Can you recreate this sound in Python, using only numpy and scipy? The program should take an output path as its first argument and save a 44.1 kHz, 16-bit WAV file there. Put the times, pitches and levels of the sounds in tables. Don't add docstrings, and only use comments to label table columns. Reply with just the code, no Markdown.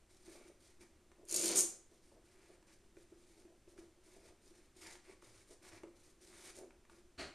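import sys
import numpy as np
from scipy import signal
from scipy.fft import rfft, irfft, next_fast_len
from scipy.io import wavfile
from scipy.ndimage import uniform_filter1d, map_coordinates

SR = 44100
rng = np.random.default_rng(int(sys.argv[2]) if len(sys.argv) > 2 else 0)


def to_wav(sig):
    pcm = np.clip(np.atleast_2d(sig), -1, 1) * 32767
    pcm = np.round(pcm).astype(np.int16)
    wavfile.write(sys.argv[1], SR, pcm.T)


N = 324085
TIME = np.arange(N) / SR


def amp(db):
    return 10 ** (np.asarray(db) / 20)


def unit(x):
    return x / np.sqrt(np.mean(x ** 2) + 1e-20)


def along(points, hz):
    point_hz, value = np.transpose(points)
    return np.interp(np.log(hz + 1), np.log(point_hz + 1), value)


def gains(rows):
    s, *columns = np.transpose(rows)
    gate = np.interp(TIME, [s[0] - 0.02, s[0], s[-1], s[-1] + 0.02], [0, 1, 1, 0])
    return np.array([gate * amp(np.interp(TIME, s, column)) for column in columns])


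def wobble(rate):
    knots = rng.standard_normal(int(N * rate / SR) + 4)
    return map_coordinates(knots, [TIME * rate])


def filtered(x, response):
    size = next_fast_len(N + SR // 2)
    hz = np.fft.rfftfreq(size, 1 / SR)
    return irfft(rfft(x, size) * response(hz), size)[..., :N]


def coloured(x, spectrum):
    return filtered(x, lambda hz: unit(amp(along(spectrum, hz))))


def add(track, s, sound):
    start = max(round(s * SR), 0)
    track[start:start + len(sound)] += sound[:N - start]


def friction(spectrum, slips_per_s, spread_db, judder_db, judder_rate):
    slips = rng.random(N) < slips_per_s / SR
    spread = amp(spread_db * np.clip(rng.standard_normal(N), -2, 2))
    sizes = spread * rng.standard_normal(N)
    grip = amp(judder_db * np.clip(wobble(judder_rate), -2, 2))
    return unit(coloured(slips * sizes * grip, spectrum))


def patchy(x, patchy_db):
    z = signal.stft(x, nperseg=512)[2]
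    field = uniform_filter1d(rng.standard_normal(z.shape), 7, axis=0)
    field = uniform_filter1d(field, 12, axis=1)
    drifting = signal.istft(z * amp(patchy_db * unit(field)), nperseg=512)[1]
    return unit(drifting[:N])


def cracks(rows, spectrum, t60):
    track, t = np.zeros(N), np.arange(SR // 20) / SR
    for s, db in rows:
        add(track, s, amp(db - 60 * t / t60) * rng.standard_normal(len(t)))
    return coloured(track, spectrum)


# time_s, lace_hiss_db, leather_drag_db
PULL_COURSE = [(1.28, -64, -74), (1.3, -49.5, -60), (1.335, -47.5, -58), (1.347, -33.5, -54.5),
               (1.375, -34.5, -51.5), (1.42, -40.5, -52), (1.449, -35, -46.5), (1.5, -37, -46.5),
               (1.544, -47.5, -48), (1.562, -31.5, -48), (1.602, -28, -47), (1.66, -56, -70.5)]
# hz, density_db
SLIDE_COLOUR = [(300, -61), (1760, -31), (3000, -22), (3700, -12), (4500, -1), (5900, -1.5), (7000, 4),
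                (8050, -2), (8950, 5.5), (9800, -6), (11800, -8.5), (12600, -22), (14200, -22)]
# hz, density_db
WHIP_COLOUR = [(300, -65.5), (3000, -21.5), (4500, -18), (5600, -5), (6700, 2), (7900, 0.5), (9000, 4),
               (10000, -15), (11500, -7.5), (12800, -20), (14200, -26.5)]
# hz, density_db
DRAG_COLOUR = [(40, -51), (100, -15.5), (250, -4.5), (540, 3.5), (800, -6.5), (1500, -5), (1900, -7),
               (2300, 0), (2900, -4.5), (4600, 1.5), (6500, -5), (10000, -32.5)]
# hz, density_db
HOLLOW_COLOUR = [(35, -52), (90, -33), (190, -9), (270, -9), (345, 8), (410, -5.5), (560, -8), (800, -21),
                 (1500, -34), (5000, -58.5)]
WHIP_S, WHIP_TURN_S = 1.54, 0.03


def pull():
    hiss, drag = gains(PULL_COURSE)
    whip = np.clip((TIME - WHIP_S) / WHIP_TURN_S, 0, 1)
    slide = friction(SLIDE_COLOUR, slips_per_s=11000, spread_db=1.0, judder_db=6, judder_rate=300)
    flick = friction(WHIP_COLOUR, slips_per_s=12000, spread_db=1.5, judder_db=3.5, judder_rate=120)
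    rasp = hiss * (np.sqrt(1 - whip) * amp(-3) * slide + np.sqrt(whip) * amp(-2.5) * flick)
    rub = friction(DRAG_COLOUR, slips_per_s=7000, spread_db=3, judder_db=2.0, judder_rate=120)
    leather = amp(2.6) * drag * patchy(rub, patchy_db=1.9)
    shake = friction(HOLLOW_COLOUR, slips_per_s=1500, spread_db=5.0, judder_db=3.0, judder_rate=50)
    hollow = amp(-1) * drag * shake
    return rasp + leather + hollow


def during_pull(per_s):
    s, hiss_db, drag_db = np.transpose(PULL_COURSE)
    turns = np.arange(100) + rng.uniform(-0.5, 0.5, 100)
    times = s[0] + turns / per_s
    times = times[times < s[-1]]
    return times, np.interp(times, s, hiss_db), np.interp(times, s, drag_db)


# start_s, level_db
LACE_SNAPS = [(1.2526, -51), (1.2862, -38.5), (1.2939, -35), (1.2984, -34), (1.3124, -27), (1.325, -23.5),
              (1.343, -22), (1.3618, -18.5), (1.3948, -25), (1.4434, -23), (1.4571, -25), (1.5573, -19),
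              (1.5707, -22), (1.5907, -17.5), (1.6074, -17.5), (6.5665, -45.5), (6.5874, -42)]
# hz, density_db
SNAP_COLOUR = [(300, -63.5), (1500, -31.5), (3200, -24.5), (5000, -8), (6900, 4.5), (7900, -6.5), (9000, 6),
               (11500, -7.5), (14000, -20.5)]
CATCHES_PER_S, CATCH_DB = 70, 7
TUGS_PER_S, TUG_DB, TUG_UPPER_DB = 23, 4.5, -2


def snags():
    catches = [(s, hiss_db + CATCH_DB) for s, hiss_db, _ in zip(*during_pull(CATCHES_PER_S))]
    tugs = [(s, drag_db + TUG_DB, TUG_UPPER_DB) for s, _, drag_db in zip(*during_pull(TUGS_PER_S))]
    snaps = cracks([*LACE_SNAPS, *catches], SNAP_COLOUR, t60=0.016)
    return amp(-7) * snaps + bumps(tugs)


STROKE_ATTACK_S, STROKE_RELEASE_S = 0.0287, 0.025


def stroke(start, length, db, swell_db=0):
    gain, t = np.zeros(N), np.arange(round((length + STROKE_RELEASE_S) * SR)) / SR
    attack = np.clip(t / STROKE_ATTACK_S, 0, 1)
    release = np.clip((length - t) / STROKE_RELEASE_S + 0.5, 0, 1)
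    gate = np.sin(np.pi / 2 * attack * release) ** 2
    add(gain, start, gate * amp(db + swell_db * (t / length - 0.5)))
    return gain


# start_s, length_s, lace_hiss_db, leather_rub_db (both at mid-stroke), swell_db (start to end)
RUB_STROKES = [(0.087, 0.097, -71, -78, -5), (0.187, 0.058, -73, -80, 6), (0.237, 0.13, -65.5, -67.5, 0),
               (0.345, 0.15, -71, -72, 0), (.585, 0.14, -72, -79, 3), (0.788, 0.051, -65.5, -67, 4.5),
               (1.894, 0.094, -77, -86, -6), (2.014, 0.14, -75.5, -84, -13), (2.228, .33, -76, -76, 1),
               (2.658, 0.086, -70.5, -72.5, 4), (2.95, 0.088, -74, -82, 1), (3.082, 0.35, -76.5, -82.5, 7),
               (3.672, 0.067, -71.5, -81, -3), (3.766, 0.037, -64, -66.5, -6), (3.807, .05, -75.5, -81, 0),
               (4.015, 0.16, -70.5, -75, 5), (4.159, 0.14, -71.5, -74.5, 10),
               (4.396, 0.12, -73.5, -80, 9.5), (4.52, 0.15, -76.5, -78, -10),
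               (4.739, 0.0585, -65.5, -73.5, 5), (4.795, 0.096, -59, -61, 6.5),
               (4.883, 0.084, -62.5, -63, -7), (5.023, .11, -69.5, -69.5, 9.5),
               (5.207, 0.12, -69.5, -72, -9), (5.324, 0.11, -67.5, -71.5, -5),
               (5.451, 0.088, -69.5, -76, 12), (5.607, 0.089, -63, -65.5, 7), (5.705, 0.082, -66, -62, -4),
               (5.937, 0.18, -73, -79.5, 3.5), (6.189, 0.32, -64, -68, 16), (6.532, 0.069, -62.5, -69, -1),
               (6.89, 0.12, -73.5, -76, -3)]
# hz, density_db
LACE_COLOUR = [(300, -49), (1500, -25.5), (3200, -4), (4300, 0), (6800, 0), (8000, -2.5), (9100, 3.5),
               (10200, -6), (11600, -7.5), (13000, -19.5), (14000, -19.5)]
# hz, density_db
LEATHER_COLOUR = [(80, -36), (300, -6), (700, 1), (1300, -0.5), (1800, 1.5), (2300, 4.5), (3200, -8.5),
                  (5000, -8), (9000, -20), (14000, -44)]
FIRM_DB, SHAKE_DB, SHAKE_GROWS = -70, -72, 0.65
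GRIP_DB, GRIP_HISS_DB, GRIP_SWING_DB, GRIP_RATE = -80, -89, 2, 14


def handling():
    fidget = amp(GRIP_SWING_DB * np.clip(wobble(GRIP_RATE), -2, 2))
    slide = sum(stroke(s, length, db, swell) for s, length, db, _, swell in RUB_STROKES)
    rub = sum(stroke(s, length, db, swell) for s, length, _, db, swell in RUB_STROKES)
    hiss = np.hypot(slide, amp(GRIP_HISS_DB) * fidget)
    answer = amp(SHAKE_DB) * (rub / amp(FIRM_DB)) ** SHAKE_GROWS
    shake = np.hypot(answer, amp(GRIP_DB) * fidget)
    rustle = friction(LACE_COLOUR, slips_per_s=8000, spread_db=0.4, judder_db=2.5, judder_rate=100)
    lace = amp(-1.5) * hiss * patchy(rustle, patchy_db=1)
    skin = friction(LEATHER_COLOUR, slips_per_s=2800, spread_db=-0.5, judder_db=0.0, judder_rate=98)
    leather = amp(-2) * rub * patchy(skin, patchy_db=1.2)
    dull = friction(HOLLOW_COLOUR, slips_per_s=1200, spread_db=1.5, judder_db=1.0, judder_rate=28)
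    hollow = amp(1) * shake * dull
    return lace + leather + hollow


# start_s, length_s, level_db
GRIP_SLIPS = [(0.273, .15, -65), (1.166, 0.08, -63), (1.897, 0.064, -69), (2.119, .085, -63.5),
              (2.476, 0.11, -67), (3.338, 0.2, -70), (3.658, 0.19, -71), (4.144, 0.19, -68.5),
              (5.073, 0.058, -65), (5.483, 0.046, -60), (6.557, 0.094, -56.5)]
# hz, density_db
SLIP_COLOUR = [(60, -41), (190, -14.5), (280, -2.5), (345, 4), (430, 1.5), (520, -3), (640, -1.5),
               (800, -14), (1500, -28.5), (5000, -53.5)]


def grip_slips():
    rub = friction(SLIP_COLOUR, slips_per_s=600, spread_db=1.5, judder_db=3.5, judder_rate=41)
    return amp(-2) * sum(stroke(*row) for row in GRIP_SLIPS) * rub


# start_s, level_db
DRY_TICKS = [(0.4713, -58), (1.117, -49), (2.1166, -61), (2.5556, -55), (2.6269, -55), (2.9687, -50.5),
             (3.4526, -56.5), (3.676, -55.5), (3.7795, -47.5), (4.8648, -41.5), (4.9544, -43),
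             (5.2238, -48), (5.8341, -43), (6.707, -51), (6.852, -54.5), (6.8974, -47)]
# hz, density_db
TICK_COLOUR = [(150, -34.5), (600, -1.5), (1000, 7), (1600, 1.5), (2450, 0.5), (3400, -8), (5500, -12.5),
               (9000, -12), (14000, -31.5)]


def ticks():
    return amp(-9.5) * cracks(DRY_TICKS, TICK_COLOUR, t60=0.017)


# nominal pitch_hz, relative level_db, t60_s
SHOE_MODES = [(342, 2, .13), (437.7, -6, 0.15), (487, -6, 0.035), (553, -7, 0.076), (620, -10, .05),
              (870, -17.5, 0.047), (1290, -21, 0.059)]


def bumps(rows):
    track, t = np.zeros(N), np.arange(SR // 4) / SR
    hz, level, t60 = np.transpose(SHOE_MODES)[:, :, None]
    sign = (-1) ** np.arange(len(hz))[:, None]
    for s, db, upper_db in rows:
        strength = level + rng.normal(0, 1.3, hz.shape)
        strength = strength + (hz > hz[0]) * (upper_db + 5.5)
        pitch = hz * (1 + rng.normal(0, 0.008, hz.shape))
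        modes = sign * amp(strength - 60 * t / t60) * np.sin(2 * np.pi * pitch * t)
        ring = np.sum(modes, axis=0)
        add(track, s, amp(db - 3.5) * ring / np.abs(ring).max())
    return track


# start_s, level_db, relative upper_modes_db
SHOE_BUMPS = [(0.279, -48, -13), (0.334, -57, 0), (0.495, -49.5, 3), (1.117, -60, -12), (1.322, -43, -4),
              (1.344, -41, 3), (1.362, -38.5, -10), (1.396, -38, -4), (2.117, -55, 13), (2.968, -47.5, -6),
              (3.121, -48, -9.5), (3.452, -52, -17), (3.675, -52, -4), (3.786, -46.5, -15),
              (4.511, -55, -17), (5.224, -54.5, -2), (5.834, -39.5, -2), (6.233, -56, -19),
              (6.568, -49, -5), (6.914, -56.5, -10)]


def taps_and_jolts():
    return bumps(SHOE_BUMPS)


# hz, density_db
SCUFF_COLOUR = [(40, -34), (120, -12), (210, -8.5), (315, 0.5), (390, -5), (520, -11.5), (605, -4),
                (700, -9), (1020, -18), (1200, -11), (2000, -11), (2800, -12), (3500, -20), (4350, -8.5),
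                (5000, -19.5), (9200, -25.5), (12000, -43), (14000, -45)]
# pitch_hz, level_db, t60_s
SCUFF_RING = [(4140, -61, 0.15), (4462, -57, 0.33)]
SCUFF_S, SCUFF_DB = 7.176, -46
SCUFF_ATTACK_S, SCUFF_HOLD_S, SCUFF_FALL_DB_PER_S = 0.021, 0.04, 213
RING_DELAY_S = 0.0063


def scuff():
    age = TIME - SCUFF_S
    attack = np.clip(age / SCUFF_ATTACK_S, 0, 1)
    fall_db = SCUFF_FALL_DB_PER_S * np.maximum(age - SCUFF_HOLD_S, 0)
    scrape = friction(SCUFF_COLOUR, slips_per_s=14000, spread_db=1.5, judder_db=0.2, judder_rate=150)
    track = attack * amp(SCUFF_DB - fall_db) * scrape
    t = np.arange(SR // 4) / SR
    for hz, db, t60 in SCUFF_RING:
        envelope = amp(db - 60 * t / t60) * (1 - np.exp(-t / 0.0027))
        add(track, SCUFF_S + RING_DELAY_S, envelope * np.sin(2 * np.pi * hz * t))
    return track


# start_s, level_db, pitch_hz
KNEE_THUDS = [(3.776, -72, 81), (4.82, -66, 85), (5.27, -62.5, 114), (5.359, -64.5, 110),
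              (5.732, -59.5, 98), (6.234, -68, 60), (7.18, -52.5, 70), (7.229, -50.5, 70)]


def thuds():
    track, t = np.zeros(N), np.arange(SR // 4) / SR
    for s, db, hz in KNEE_THUDS:
        envelope = amp(db - 60 * t / 0.25) * (1 - np.exp(-t / 0.0014))
        add(track, s, envelope * np.sin(2 * np.pi * hz * t))
    return track


# hz, t60_s
WALL_DECAY = [(100, 0.49), (350, 0.41), (1000, 0.52), (3000, 0.39), (7000, 0.36), (13000, 0.26)]


def room(x):
    hz, t, z = signal.stft(rng.standard_normal((2, SR // 2)), SR, nperseg=256)
    decay = amp(-60 * t / along(WALL_DECAY, hz)[:, None])
    tail = signal.istft(z * decay, SR, nperseg=256)[1]
    tail = tail / np.linalg.norm(tail[0])
    tail = np.pad(tail, ((0, 0), (SR // 300, 0)))
    return signal.fftconvolve(x[None], tail, axes=1)[:, :N]


# hz, density_db
AIR_COLOUR = [(20, 4.5), (45, -6.5), (70, -2.5), (110, -9.5), (160, -15.5), (210, -9.5), (335, -14.5),
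              (450, -18), (830, -22), (2300, -25), (4000, -29), (9000, -29.5), (14000, -43.5)]


def air():
    return amp(-65.5) * unit(coloured(rng.standard_normal((2, N)), AIR_COLOUR))


def scene():
    shoe = pull() + snags() + handling() + grip_slips() + ticks() + taps_and_jolts() + scuff()
    return shoe + thuds() + amp(-1.0) * room(shoe) + air()


# hz, side_gain_db
SIDE_GAIN = [(100, -52.5), (3600, -57), (4500, -25), (6500, -5), (9000, -4.5), (13000, -2)]
TOP_HZ = 14260


def record(dry):
    mid = (dry[0] + dry[1]) / 2
    side = filtered((dry[0] - dry[1]) / 2, lambda hz: amp(along(SIDE_GAIN, hz)))
    stereo = np.array([mid + side, mid - side])
    return filtered(stereo, lambda hz: hz < TOP_HZ)


dry = scene()
out = record(dry)
to_wav(out)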